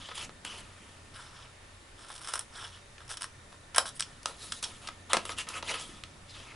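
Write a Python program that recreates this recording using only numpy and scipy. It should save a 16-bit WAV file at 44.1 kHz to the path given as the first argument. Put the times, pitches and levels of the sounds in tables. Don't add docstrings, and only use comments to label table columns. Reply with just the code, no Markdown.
import sys
import numpy as np
from scipy import signal
from scipy.fft import rfft, irfft
from scipy.io import wavfile
from scipy.ndimage import uniform_filter1d

SR = 44100
rng = np.random.default_rng(int(sys.argv[2]) if len(sys.argv) > 2 else 0)


def unload_wav(signal):
    wavfile.write(
        sys.argv[1],
        SR,
        np.round(np.clip(np.atleast_2d(signal).T, -1, 1) * 32767).astype(np.int16),
    )


N = 288855

# peak time in seconds, drive level in dB,
# card body and steel sizzle in dB relative to it, length in ms.
BITES = [(2.103, -50, 10, -4, 10), (2.216, -50, 3.5, 1, 9.8), (2.246, -43, -5, -7, 9.3),
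         (2.274, -40, -2, -1, 5.4), (2.287, -43, 4.5, 0, 18), (2.337, -32.5, 2, 3, 7.6),
         (2.356, -43, 11, 8.5, 11.6), (2.377, -44.5, 6.5, -2, 9.2), (2.393, -37.5, 1.5, 5.5, 4.8),
         (2.409, -48, 4, -1, 8.8), (3.005, -61.5, 19, -3, 9), (3.017, -63.5, 17, -3, 8.4),
         (3.08, -50, -4, -6, 6), (3.097, -49, -1, 0, 10), (3.107, -45, 9, 3.5, 12.5),
         (3.133, -44, -10, -7, 8.4), (3.172, -37, -6, -8.5, 7.5), (3.21, -50, 10.5, 7, 10),
         (3.2203, -33, 1.5, -0.5, 3.3), (3.231, -37, -7, -8, 5.4), (3.242, -36, 5, -3, 3.85),
         (3.747, -34, -0.5, -10, 7.5), (3.762, -35, 7.5, 6, 10), (3.768, -36, 8, 1, 5),
         (3.782, -27, 8.5, -11, 8), (3.7824, -14, 8, 2.5, 1.79), (3.856, -44.5, 14, -13, 3.8),
         (3.997, -30, -14.5, -7.5, 8.9), (4.006, -22.5, -12.5, -6.5, 3.9), (4.0245, -27.5, -23, -25, 3.4),
         (4.522, -26, -14, -15, 6.9), (4.534, -49, 1, -16, 2.9), (4.64, -27, -20, -17, 12.4)]
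# start in seconds, rise, hold and fall in ms,
# drive level in dB, card body and steel sizzle in dB relative to it.
BLADE_SCRAPES = [(1.13, 15, 50, 230, -45.5, 3, -9), (1.32, 37, 92, 54, -48.5, 2.5, -22),
                 (1.96, 28, 76, 50, -50.5, 0.5, -16), (2.07, 25, 28, 100, -50.5, 2.5, -6),
                 (2.19, 71, 88, 30, -47, 3.5, -1), (2.51, 44, 112, 100, -41, 1, -11),
                 (2.709, 25, 30, 77, -48, -5, -25), (2.96, 22, 130, 30, -62, 0, -20),
                 (3.853, 6.7, 31, 17, -36.5, 0, -1.5), (3.94, 19, 15, 18, -54, 2, 10.5),
                 (4.015, 10, 7.9, 300, -48, -2.5, -12)]
# frequency in Hz, relative level in dB, t60 in seconds.
SCISSORS_MODES = [(634, -20, 0.035), (1090, -2, 0.013), (1310, 0.5, 0.012), (1546, -4.5, 0.012),
                  (3040, -13, 0.018), (3420, 0, 0.0037), (5260, 0.5, 0.0046), (8200, -1.5, 0.011),
                  (9480, 8.5, 0.0018)]
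BITE_RISE = 0.4


def scissors():
    drive = np.zeros((3, N))
    ms = np.arange(2000) / SR * 1000
    rub(drive, BLADE_SCRAPES, grain_db=1.7, clump=110)
    for peak_s, level_db, body_db, sizzle_db, length_ms in [*BITES, *nibbles()]:
        rise_ms = BITE_RISE * length_ms
        fall_ms = (1 - BITE_RISE) * length_ms
        swell = np.minimum(ms / rise_ms, 1) ** 2
        decay = np.exp(-np.maximum(ms - rise_ms, 0) / fall_ms)
        tear = 2.8 * burst(swell * decay, grain_db=3.5, clump=30)
        add(drive, peak_s - rise_ms / 1000, amp(level_db) * tear, body_db, sizzle_db)
    return amp(3.0) * ring(drive, SCISSORS_MODES, modes_db=-21.0, direct_db=-20.0, low_hz=446.0)


# start and end in seconds,
# mean drive level at the start and at the end in dB.
STROKES = [(1.98, 2.328, -56, -47), (3.083, 3.14, -45.5, -44), (3.2, 3.247, -53, -42.5)]
NIBBLES_PER_S, NIBBLE_MS, NIBBLE_SPREAD_DB = 70, 8, 4.5


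def nibbles():
    rows = []
    for start, end, first_db, last_db in STROKES:
        gap, size, body, length = rng.random((40, 4)).T
        peak_s = start + np.cumsum(0.5 + gap) / NIBBLES_PER_S
        level_db = np.interp(peak_s, [start, end], [first_db, last_db])
        level_db = level_db + NIBBLE_SPREAD_DB * (2 * size - 1)
        body_db = 8.3 * body - 7.0
        sizzle_db = np.full(40, -3.0)
        length_ms = NIBBLE_MS * (0.5 + length)
        stroke = zip(peak_s, level_db, body_db, sizzle_db, length_ms)
        rows += [row for row in stroke if row[0] < end]
    return rows


# start in seconds, drive level in dB,
# body, edge and rattle in dB relative to it, rattle decay constant in ms.
SNAPS = [(0.087, -47.5, 20, -8., -1.5, 8), (.113, -49.5, 20.5, -6., -2, 7.8), (.178, -31, 8, 4.5, -4.5, 4.),
         (.228, -20, 0, -5, -22, 4.3), (0.292, -55, 24.5, -12, -3, 8.5), (0.4484, -23.5, 5.5, 2.5, -7, 3.7),
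         (2.981, -28.5, 6.5, -19, -15, 4.1), (3.521, -55, 17.5, 6, -3, 19),
         (4.229, -33, -15, -4, -6.5, 4.8), (4.2577, -14, 1.5, -1.5, 0, 1.47),
         (4.626, -24.5, -5, 1.5, -1.5, 6.4), (4.815, -52, -2, -4, -6., 4.),
         (4.873, -22.5, -7, -15, -1.5, 2.8), (4.886, -26, 1, -13, -1, 3), (5.096, -41, 2, 3, -6, 3.8),
         (5.1323, -6, 7, 5.5, -4, 1.93), (5.1686, -16.5, 9.5, -3, -3, 3.4),
         (5.253, -13.5, 4.5, -3, -15, 3.2), (5.293, -26, 13.5, -1, -6, 3.2),
         (5.383, -26.5, -6, 4.5, -3, 4.3), (5.47, -46, 20.5, -2, -8.5, 9),
         (5.4877, -18.5, -13, 1.5, -3.5, 2), (5.502, -28.5, 13, -8., -11.5, 2.3),
         (5.626, -32, 9.5, -5, 4, 1.96), (6.037, -20, -14, -25, -4.5, 1.9)]
# start in seconds, rise, hold and fall in ms,
# drive level in dB, body and edge in dB relative to it.
SHEET_SLIDES = [(0, 0.5, 104, 90, -47, -4, -9), (.135, 19, 98.5, 17, -44.5, 3.5, 5),
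                (.448, 7.5, 86, 120, -46.5, 4.5, -0.5), (.545, 19, 38, 30, -57, 9, 12.5),
                (.61, 25, 250, 300, -69, 15.5, 11), (4.26, 5, 30, 104, -57, 16.5, 15),
                (4.35, 84, 15, 155, -49.5, 4, 11), (4.53, 5.4, 55, 40, -54, -1, 11),
                (4.648, 4.1, 22, 195, -52, 8, 9), (4.812, 5.7, 56, 20, -57, 9, 7.5),
                (4.89, 6.2, 20, 180, -63.5, 11.5, 2), (5.092, 9.9, 22, 10, -54, 23.5, 15),
                (5.136, 3, 9.4, 18, -42, 21, 7), (5.171, 5, 24, 150, -53, 9, 2),
                (5.255, 4.5, 33, 22, -57.5, 11.5, 15), (5.297, 3.8, 20, 29, -47, 13, 10),
                (5.365, 21.3, 15, 39, -34, 1, -1), (5.462, 11, 11, 46, -55, 15, 3),
                (5.49, 5.8, 27, 36, -49, 2, 6), (5.52, 22, 42, 29, -46, 11.5, 6.5),
                (5.635, 55.6, 24, 37, -34, 2.5, -0.5), (5.732, 8.3, 9.4, 58, -37.5, 7.5, 1),
                (5.765, 26.4, 39, 56, -45.5, 3.5, 6.5), (5.84, 25, 35, 240, -56, 8.5, 8),
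                (6.275, 21, 12, 94, -46.5, -12, -10), (6.325, 19, 56, 300, -50, 1.5, -4.5),
                (6.43, 51, 64, 20, -57.5, 7, -16)]
# time in seconds, frequency in Hz.
RASP = [(0, 3130), (.17, 3300), (.25, 2460), (0.451, 2940), (.6, 2900), (4.27, 3780), (4.44, 3900),
        (4.65, 3770), (4.82, 2760), (5.1, 3920), (5.14, 2290), (5.3, 3170), (5.4, 2780), (5.69, 2550),
        (5.8, 3170), (6.3, 4000), (6.36, 3270), (6.53, 2200)]
# frequency in Hz, relative level in dB, t60 in seconds.
SHEET_MODES = [(572, -1.5, 0.068), (1097, 12.5, 0.007), (1268, 8, 0.044), (2015, -3, 0.1),
               (3340, 5, 0.0019), (4880, 1.5, 0.0099), (9830, 6.5, 0.0076)]


def sheet():
    drive = np.zeros((3, N))
    ms = np.arange(3000) / SR * 1000
    for start_s, level_db, body_db, edge_db, rattle_db, fall_ms in SNAPS:
        envelope = np.minimum(ms / 0.55, 1) * np.exp(-ms / fall_ms)
        snap = amp(rattle_db) * burst(envelope, grain_db=6.8, clump=24)
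        snap[:3] += amp(0.5) * np.array([1, -1, 0.5])
        add(drive, start_s, amp(level_db) * snap, body_db, edge_db)
    rub(drive, SHEET_SLIDES, grain_db=1.03, clump=180, rasp=RASP)
    return amp(1.0) * ring(drive, SHEET_MODES, modes_db=-29.5, direct_db=-4.5, low_hz=310.0)


# start in seconds, envelope level in dB,
# pitch in Hz, time in ms from the start to the envelope's peak.
THUDS = [(3.784, -42, 327, 1.8), (4.259, -51, 256, 3.2), (5.132, -47.5, 223, 15), (5.1335, -26, 558, 3.5),
         (5.167, -35.5, 187, 2.9), (5.891, -44.5, 302, 2.5), (5.929, -53, 209, 11)]


def table():
    out = np.zeros(N)
    t = np.arange(5000) / SR
    for start_s, level_db, hz, peak_ms in THUDS:
        u = t * 1000 / peak_ms
        envelope = np.e * u * np.exp(-u)
        out[round(start_s * SR):][:5000] += amp(level_db) * envelope * np.sin(2 * np.pi * hz * t)
    return out


SWELL_DB = 20
CRACKLES_PER_S, CRACKLE_DB = 150, 9.5


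def rub(drive, moves, grain_db, clump, rasp=None):
    for start_s, rise, hold, fall, level_db, body_db, edge_db in moves:
        size = max(round((rise + hold + 2 * fall) * SR / 1000), 512)
        ms = np.arange(size) / SR * 1000
        climb = np.minimum(ms / rise - 1, 0)
        sink = np.maximum(ms - rise - hold, 0) / fall
        swell_db = SWELL_DB * (climb - sink)
        hiss = crinkle(grit(size, grain_db, clump), patchy_db=3.0)
        snags = (rng.random(size) < CRACKLES_PER_S / SR) * rng.standard_normal(size)
        friction = hiss + amp(CRACKLE_DB) * snags
        if rasp is not None:
            rasp_hz = np.interp(start_s + ms / 1000, *np.transpose(rasp))
            friction = 0.8 * friction + 1.8 * resonate(friction, rasp_hz, width=650.0)
        add(drive, max(start_s, 0), amp(level_db + swell_db) * friction, body_db, edge_db)


def grit(size, grain_db, clump):
    jumps = unit(uniform_filter1d(rng.standard_normal(size), max(int(clump), 1)))
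    return unit(rng.standard_normal(size) * amp(grain_db * jumps))


def crinkle(x, patchy_db):
    z = signal.stft(x, nperseg=256, noverlap=192)[2]
    patches = rng.standard_normal(z.shape[::-1]).T
    patches = uniform_filter1d(patches, size=5, axis=0)
    patches = unit(uniform_filter1d(patches, size=12, axis=1))
    return unit(signal.istft(z * amp(patchy_db * patches), nperseg=256, noverlap=192)[1][:len(x)])


def burst(shape, grain_db, clump):
    sound = shape * grit(len(shape), grain_db, clump)
    return sound * np.linalg.norm(shape) / np.linalg.norm(sound)


def resonate(x, hz, width):
    turn = np.exp(2j * np.pi * np.cumsum(hz) / SR)
    r = np.exp(-np.pi * width / SR)
    return 2 * (turn * signal.lfilter([1 - r], [1, -r], x / turn)).real


def add(drive, start_s, sound, body_db, edge_db):
    part = drive[:, round(start_s * SR):][:, :len(sound)]
    size = part.shape[1]
    part[0] += (amp(body_db) * sound)[:size]
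    part[1] += sound[:size]
    part[2] += (amp(edge_db) * sound)[:size]


BODY_HZ, EDGE_HZ = 2400, 6500


def ring(drive, modes, modes_db, direct_db, low_hz):
    dull = signal.sosfilt(signal.butter(2, BODY_HZ, fs=SR, output="sos"), drive[0])
    mid = signal.sosfilt(signal.butter(2, [BODY_HZ, EDGE_HZ], "band", fs=SR, output="sos"), drive[1])
    bright = signal.sosfilt(signal.butter(2, EDGE_HZ, "high", fs=SR, output="sos"), drive[2])
    joined = dull - mid + bright
    t = np.arange(4096) / SR
    response = np.zeros(4096)
    for hz, db, t60 in modes:
        mode = amp(-60 * t / t60) * np.cos(2 * np.pi * hz * t)
        response += amp(db + modes_db) * mode / np.linalg.norm(mode)
    response[0] += amp(direct_db)
    no_bass = signal.butter(4, low_hz, "high", fs=SR, output="sos")
    return signal.sosfilt(no_bass, signal.oaconvolve(joined, response)[:N])


# frequency in Hz, t60 in seconds.
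WALLS = [(300, 0.32), (1500, 0.15), (5000, 0.17), (11000, 0.15)]


def walls(x):
    count = SR // 40
    taps = np.zeros((2, SR // 2 + 200))
    at = 100 + np.arange(count) * 20 + rng.integers(0, 20, (2, count))
    np.put_along_axis(taps, at, rng.choice([-1.0, 1.0], at.shape), 1)
    taps[1] = 0.75 * taps[0] + 0.66 * taps[1]
    hz, t, z = signal.stft(taps, SR, nperseg=256)
    decay_db = -60 * t / read(WALLS, hz)[:, None]
    furnishing_db = -0.25 * hz[:, None] / 1000
    tail = signal.istft(z * amp(decay_db + furnishing_db), SR, nperseg=256)[1]
    tail /= np.linalg.norm(tail, axis=1, keepdims=True)
    return signal.fftconvolve(x[None], tail, axes=1)[:, :N]


# frequency in Hz, relative density in dB.
AIR = [(12, -41), (20, -5), (92, -12), (174, -15), (227, -14.5), (320, -17.5), (463, -19), (764, -20),
       (1400, -20), (1640, -23), (1830, -21.5), (5690, -30), (11000, -31), (14300, -66), (22000, -120)]
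AIR_DB = -53.5
# frequency in Hz, correlation from 0 to 1.
SAME = [(60, 1), (220, 0.84), (840, 0.17), (3120, 0.35), (11700, 0.61)]
# time in seconds, gain in dB.
RUMBLE = [(0, 2), (.5, 2), (1.2, 0), (1.7, -3.5), (2.2, -2), (3, -4), (3.8, 0), (4.3, 1), (5, 1),
          (5.8, 4.5), (6.55, -1)]
RUMBLE_LOW_HZ, RUMBLE_HIGH_HZ = 120, 320
# centre frequency in Hz, full width at half amplitude in Hz, rms in dB.
HUM = [(89, 9., -61.), (120, 5., -67.), (575, 30., -73.), (1800, 70., -69.), (3690, 70., -74.5)]


def room_tone():
    frames = N // 512 + 5
    hz = np.fft.rfftfreq(2048, 1 / SR)
    a, b, c, d, patches = rng.standard_normal((frames, 1025, 5)).T
    patches = uniform_filter1d(patches, 30, 0)
    patches = unit(uniform_filter1d(patches, 10, 1))
    same = np.clip(read(SAME, hz), -1, 1)[:, None]
    left = a + 1j * b
    right = same * left + np.sqrt(1 - same ** 2) * (c + 1j * d)
    z = np.array([left, right]) * amp(read(AIR, hz)[:, None] + 0.9 * patches)
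    low = (hz > RUMBLE_LOW_HZ) & (hz < RUMBLE_HIGH_HZ)
    rumble_db = np.interp(np.arange(frames) * 512 / SR, *np.transpose(RUMBLE))
    z *= amp(low[:, None] * rumble_db)
    out = amp(AIR_DB) * unit(signal.istft(z, nperseg=2048, noverlap=1536)[1][:, :N])
    f = np.fft.rfftfreq(N, 1 / SR)
    for hum_hz, width, db in HUM:
        line = 1 / (1 + ((f - hum_hz) / width * 2) ** 2)
        out += amp(db) * unit(irfft(rfft(rng.standard_normal(N)) * line, N))
    return out


def amp(db):
    return 10 ** (np.asarray(db) / 20)


def unit(x):
    return x / np.sqrt(np.mean(x ** 2) + 1e-20)


def read(points, hz):
    f, value = np.transpose(points)
    return np.interp(np.log(hz + 1), np.log(f + 1), value)


def scene():
    cut = scissors()
    paper = sheet() + table()
    near = cut * amp([[-0.3], [0.3]]) + paper * amp([[0.2], [-0.2]])
    return near + amp(-9.5) * walls(cut + paper) + room_tone()


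CUT_HZ = 11050


def record(dry):
    held = 0.8 * np.tanh(dry / 0.8)
    lowpass = signal.firwin(1023, CUT_HZ, window=("kaiser", 8), fs=SR)
    return signal.oaconvolve(held, lowpass[None], "same")


dry = scene()
out = record(dry)
unload_wav(out)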